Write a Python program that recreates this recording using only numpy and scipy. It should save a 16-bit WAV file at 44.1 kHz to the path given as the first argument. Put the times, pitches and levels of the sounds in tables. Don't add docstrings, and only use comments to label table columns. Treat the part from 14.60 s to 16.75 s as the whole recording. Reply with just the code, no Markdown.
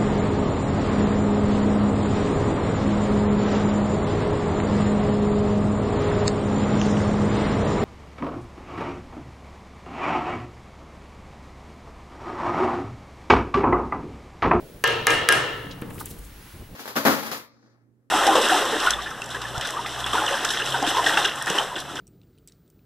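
import sys
import numpy as np
from scipy import signal
from scipy.fft import rfft, irfft, next_fast_len
from scipy.io import wavfile
from scipy.ndimage import map_coordinates

SR = 44100
rng = np.random.default_rng(int(sys.argv[2]) if len(sys.argv) > 2 else 0)


def file_out(sig):
    cols = np.atleast_2d(sig).T
    lim = np.clip(cols, -1, 1)
    pcm = np.round(lim * 32767).astype(np.int16)
    wavfile.write(sys.argv[1], SR, pcm)


def ratio(d):
    e = np.asarray(d, float) / 20
    return 10 ** e


N = 94815


def unit(x):
    return x / np.sqrt(np.mean(x ** 2) + 1e-20)


def along(points, hz):
    f, v = np.transpose(points)
    return np.interp(np.log(hz + 1), np.log(f + 1), v)


def filtered(x, response):
    m = next_fast_len(x.shape[-1] + 8192)
    return irfft(rfft(x, m) * response(np.fft.rfftfreq(m, 1 / SR)), m)[..., :x.shape[-1]]


def wobble(rate, size):
    knots = rng.standard_normal(int(size * rate / SR) + 4)
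    return map_coordinates(knots, [np.arange(size) * rate / SR])


def spread(pair, alike):
    def mid_and_side(hz):
        turn = np.arccos(np.clip(along(alike, hz), -1, 1)) / 2
        return np.array([np.cos(turn), np.sin(turn)])

    mid, side = filtered(pair, mid_and_side)
    return np.array([mid + side, mid - side])


def add(track, s, x):
    part = track[..., round(s * SR):][..., :x.shape[-1]]
    part += x[..., :part.shape[-1]]


# freq_hz, level_db
CRACK_SPECTRUM = [(600, -58.5), (1500, 10), (3000, -3), (4500, -0.5), (7000, -6), (10000, -4),
                  (13000, -11.5), (16000, -38)]


def crack_colour(f):
    return ratio(along(CRACK_SPECTRUM, f))


def crack(crack_db, t):
    length_s, t60_s = 0.0042, 0.022
    level_db = crack_db - 2.5 + 3.3 * wobble(1500, SR) - 60 * t / t60_s
    splinter = ratio(level_db) * np.exp(-(t / length_s) ** 6)
    return unit(filtered(rng.standard_normal(SR), crack_colour)) * splinter


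# freq_hz, width_hz, level_db
WOOD_MODES = [(463, 170, 1.5), (1060, 210, -5), (1272, 84, 1), (1743, 110, 2), (2130, 150, -4.5),
              (2823, 156, -1.5), (3270, 365, -8.5), (3860, 740, -11.5), (4480, 600, -13),
              (5980, 1000, -20.5)]


def wood_jolt(lean_db, t):
    def body(f):
        total = 0
        for k, (hz, width, db) in enumerate(WOOD_MODES):
            resonance = 1j * f * width / (hz * hz - f * f + 1j * f * width)
            total = total + (-1) ** k * ratio(db + lean_db(hz)) * resonance
        return total

    return filtered(ratio(21) * (t == 0), body)


# freq_hz, level_db, t60_s
BED_MODES = [(464.3, -2, 0.39), (782, -14.5, 0.72), (1265, -1.5, 0.23), (1320, -7.5, 0.93),
             (1386.1, -6, 0.31), (1638, 2.5, 0.32), (1770, 0.5, 0.34), (1774, -12.5, 0.17), (2092, -5, 0.4),
             (2410, -14, 0.69), (931, -16, 1), (2682, -11, 0.63), (2900, -7.5, .4), (3220, -17, 0.77)]


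def bed_ring(lean_db, t):
    level_db, rise_s, blur_rad, width_rad = -16.5, 0.0026, 0.75, 0.25
    ring = 0
    for hz, db, t60 in BED_MODES:
        envelope = ratio(db + lean_db(hz) + 4.6 * wobble(29.8, SR) - 60 * t / t60)
        side_phase = width_rad * rng.normal() * np.c_[[1, -1]]
        ring = ring + envelope * np.sin(2 * np.pi * hz * t + blur_rad * wobble(20.1, SR) + side_phase)
    return ring * ratio(level_db) * (1 - np.exp(-t / rise_s))


def stand_shake(t):
    centre_hz, width_hz, level_db, t60_s, rise_s = 120, 30, -30, 4.7, 0.043
    shake = filtered(rng.standard_normal(SR), lambda f: 1 / (1 + ((f - centre_hz) / width_hz) ** 4))
    envelope = ratio(level_db - 60 * t / t60_s) * (1 - np.exp(-t / rise_s)) * np.cos(np.pi * t / 2)
    return envelope * unit(shake)


WALL_S = 0.0356


def wall_slap(crack_sound, wood, t):
    spread_s, size = 0.004, SR // 20
    smear = rng.standard_normal((2, size)) * ratio(-60 * t[:size] / spread_s)
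    smear = spread(smear / np.linalg.norm(smear[0]), [(1000, 0.91)])
    arriving = crack_sound * ratio(-60 * t / 0.03) + 0.53 * wood
    return ratio(-5.5) * signal.fftconvolve(arriving[None], smear, axes=1)


# freq_hz, t60_s
HALL_DECAY = [(200, 1.38), (500, 1.06), (1400, 0.88), (3500, 0.92), (7000, 0.52), (12000, 0.23)]
# freq_hz, likeness
HALL_ALIKE = [(60, 1), (240, 0.75), (950, 0.45), (3770, 0.516), (15000, 0.143)]


def hall(x):
    rise_s, wall_swell_db = 0.0036, 2.5
    hz, t, z = signal.stft(rng.standard_normal((2, SR * 3 // 2)), SR, nperseg=256)
    decay = ratio(-60 * t / along(HALL_DECAY, hz)[:, None])
    tail = signal.istft(z * decay, SR, nperseg=256)[1]
    t = np.arange(tail.shape[1]) / SR
    build_up = (1 - np.exp(-t / rise_s)) * ratio(wall_swell_db * (t > WALL_S))
    tail = spread(tail * build_up, HALL_ALIKE)
    return signal.fftconvolve(x[None], tail / np.linalg.norm(tail[0]), axes=1)


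# start_s, level_db, crack_db, hall_db
BLOWS = [
    (0.2395, -7.5, -4, -3),
    (0.4686, -9, 3, 1),
    (0.6881, -8.5, 4, 1.5),
]
GRIP_HZ = [480, 1000, 1300, 1700, 2150, 2900]
GRIP_DB = [(2.6, 4.2, 2.42, 2.5, 2, 6.36), (1.5, 6, 4, 5, 4.9, 6.2), (0.73, 4.1, 4.3, 5.8, 1.58, 5.5)]


def blows():
    hall_gain_db, far_snap_db, far_snap_hz = 9, 9, 6200
    out, t = np.zeros((2, N)), np.arange(SR) / SR
    for (s, db, crack_db, hall_db), grip in zip(BLOWS, GRIP_DB):
        lean_db = lambda hz: along(list(zip(GRIP_HZ, grip)), hz)
        crack_sound = crack(crack_db, t)
        wood = wood_jolt(lean_db, t)
        add(out, s, ratio(db) * (crack_sound + wood + bed_ring(lean_db, t)))
        add(out, s, ratio(db) * stand_shake(t))
        add(out, s + WALL_S, ratio(db) * wall_slap(crack_sound, wood, t))

        snap = filtered(ratio(crack_db - 1) * (t == t[SR // 1000]), crack_colour)
        far_snap = filtered(snap, lambda f: 1 / (1 + (far_snap_hz / (f + 1)) ** 4))
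        wet_db = db + hall_db + hall_gain_db
        add(out, s, ratio(wet_db) * hall((wood + snap)[:SR // 5]))
        add(out, s + WALL_S - 0.008, ratio(wet_db + far_snap_db) * hall(far_snap[:SR // 5]))
    return out


# start_s, level_db, pitch_hz, t60_s
THUDS = [(1.045, -35, 287, 0.15), (1.065, -32, 171, 0.13), (1.2203, -22, 172, 0.04),
         (1.2184, -30.5, 307, 0.096), (1.222, -33, 472.6, 0.14), (1.29, -32.5, 102, 0.13),
         (1.376, -31, 404, 0.0415), (1.378, -38, 97, 0.42), (0.505, -28, 313.2, 0.16),
         (0.725, -29.5, 303, 0.11), (0.24, -18, 1060, 0.053), (0.24, -23.5, 454, 0.12),
         (1.589, -33.5, 53, 0.17), (1.94, -34.5, 90.6, 0.066), (2.06, -42, 97, 0.11)]


def thuds():
    out, t = np.zeros(N), np.arange(SR // 2) / SR
    for s, db, hz, t60 in THUDS:
        onset = 1 - np.exp(-t / 0.0005)
        add(out, s, -ratio(db - 60 * t / t60) * np.sin(2 * np.pi * hz * t) * onset)
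    return out + ratio(-4) * hall(out)[:, :N]


RUB_S = [0.01, 1.113, 1.217, 1.2205, 1.2205, 1.28, 1.303, 1.308, 1.35, 1.382, 1.402, 1.405, 1.414, 1.429,
         1.458, 1.466, 1.49, 1.512, 1.513, 1.589, 1.65]
# level_db, rise_ms, fall_ms, centre_hz
RUBS = [(-45.5, 49, 140, 390), (-38.5, 3.7, 11, 3500), (-40, 0.93, 3.2, 11400), (-38, 0.96, 6.4, 2300),
        (-40, .6, 18, 1250), (-48.5, 120, 170, 900), (-47, 1.7, 6.7, 10200), (-41, 3.7, 4.7, 1900),
        (-50, 25, 59, 10130), (-43.5, 2.2, 5, 1800), (-45, 9.2, 18, 4100), (-35.5, 10.3, 11, 11200),
        (-35, 6.8, 6.1, 1010), (-42.5, 1.1, 3.45, 12500), (-34, 1.8, 6.3, 10200), (-47.5, 12, 20, 2840),
        (-48, 31, 58, 9400), (-47.5, 9.1, 13, 4200), (-38.5, 6.6, 6.4, 10700), (-47.5, 4.5, 8.7, 9900),
        (-51.5, 23.8, 25, 8700)]


def scuffs():
    width_octaves, grain_db = 0.58, 3
    out, ms = np.zeros((2, N)), np.arange(N) / SR * 1000
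    for s, (db, rise, fall, hz) in zip(RUB_S, RUBS):
        band = lambda f: np.exp(-0.5 * (np.log2((f + 1) / hz) / width_octaves) ** 2)
        noise = unit(filtered(spread(rng.standard_normal((2, N)), [(1000, 0.76)]), band))
        late = ms - s * 1000
        stroke = np.exp(-np.abs(late) / np.where(late < 0, rise, fall))
        out += ratio(db + grain_db * wobble(700, N)) * stroke * noise
    return out


# start_s, length_s, level_db, pitch_hz, glide_hz_per_s
SQUEAKS = [
    (1.955, .075, -66, 8650, 900),
    (1.99, .09, -63, 2960, -600),
]


def squeaks():
    out = np.zeros(N)
    for s, length, db, hz, glide in SQUEAKS:
        t = np.arange(round(length * SR)) / SR
        pitch = hz * (1 + 0.005 * wobble(60, len(t))) + glide * t
        swell = np.sin(np.pi * t / length) ** 0.5
        add(out, s, ratio(db) * swell * np.sin(2 * np.pi * np.cumsum(pitch) / SR))
    return out


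# time_s, level_db
AIR = [(0, -44), (.1, -45), (.5, -46), (1.0, -45), (1.4, -45), (1.75, -47), (2.15, -46)]
# freq_hz, level_db_per_hz
RUMBLE = [(10, -34), (22, -6), (45, -5.5), (95, -6.5), (160, -9), (400, -17.5), (600, -22), (1200, -35),
          (2600, -120)]
# freq_hz, level_db_per_hz
HISS = [(470, -48), (800, -2.5), (1500, -1), (3000, -5), (8100, -12.5), (11000, -7), (15500, -14.5),
        (16500, -28)]
# freq_hz, likeness
ALIKE = [(30, 0.99), (180, 0.98), (550, 0.89), (1650, 0.48), (5000, 0.52), (15000, 0.71)]


def background():
    def coloured(spectrum):
        noise = filtered(rng.standard_normal((2, N)), lambda f: ratio(along(spectrum, f)))
        return unit(spread(noise, ALIKE))

    t = np.arange(N) / SR
    air_s, air_db = np.transpose(AIR)
    lumps_db = 0.96 * wobble(8.27, N) + 4.1 * wobble(30.13, N)
    rumble = coloured(RUMBLE) * ratio(np.interp(t, air_s, air_db) - 1.5 + lumps_db)
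    hiss = coloured(HISS) * ratio(-53.5 + 1.5 * wobble(5.22, N))
    whine = ratio(-58.5) * np.sin(2 * np.pi * 15734.3 * t)
    return rumble + hiss + whine


def scene():
    low_cut_hz, left_db = 78.5, 0.55
    struck = filtered(blows(), lambda f: 1j * f / (low_cut_hz + 1j * f))
    near = struck + thuds() + scuffs() + squeaks()
    return near * ratio([[left_db], [-left_db]]) + background()


def low_pass(x):
    return signal.sosfilt(signal.butter(12, 16800, fs=SR, output="sos"), x)


def record(dry):
    ceiling, knee, top_hz = 0.8, 3, 16200
    x = dry / (1 + np.abs(dry / ceiling) ** knee) ** (1 / knee)
    mix = filtered(x, lambda hz: 1 / (1 + (hz / top_hz) ** 60))
    return low_pass(mix)


dry = scene()
out = record(dry)
file_out(out)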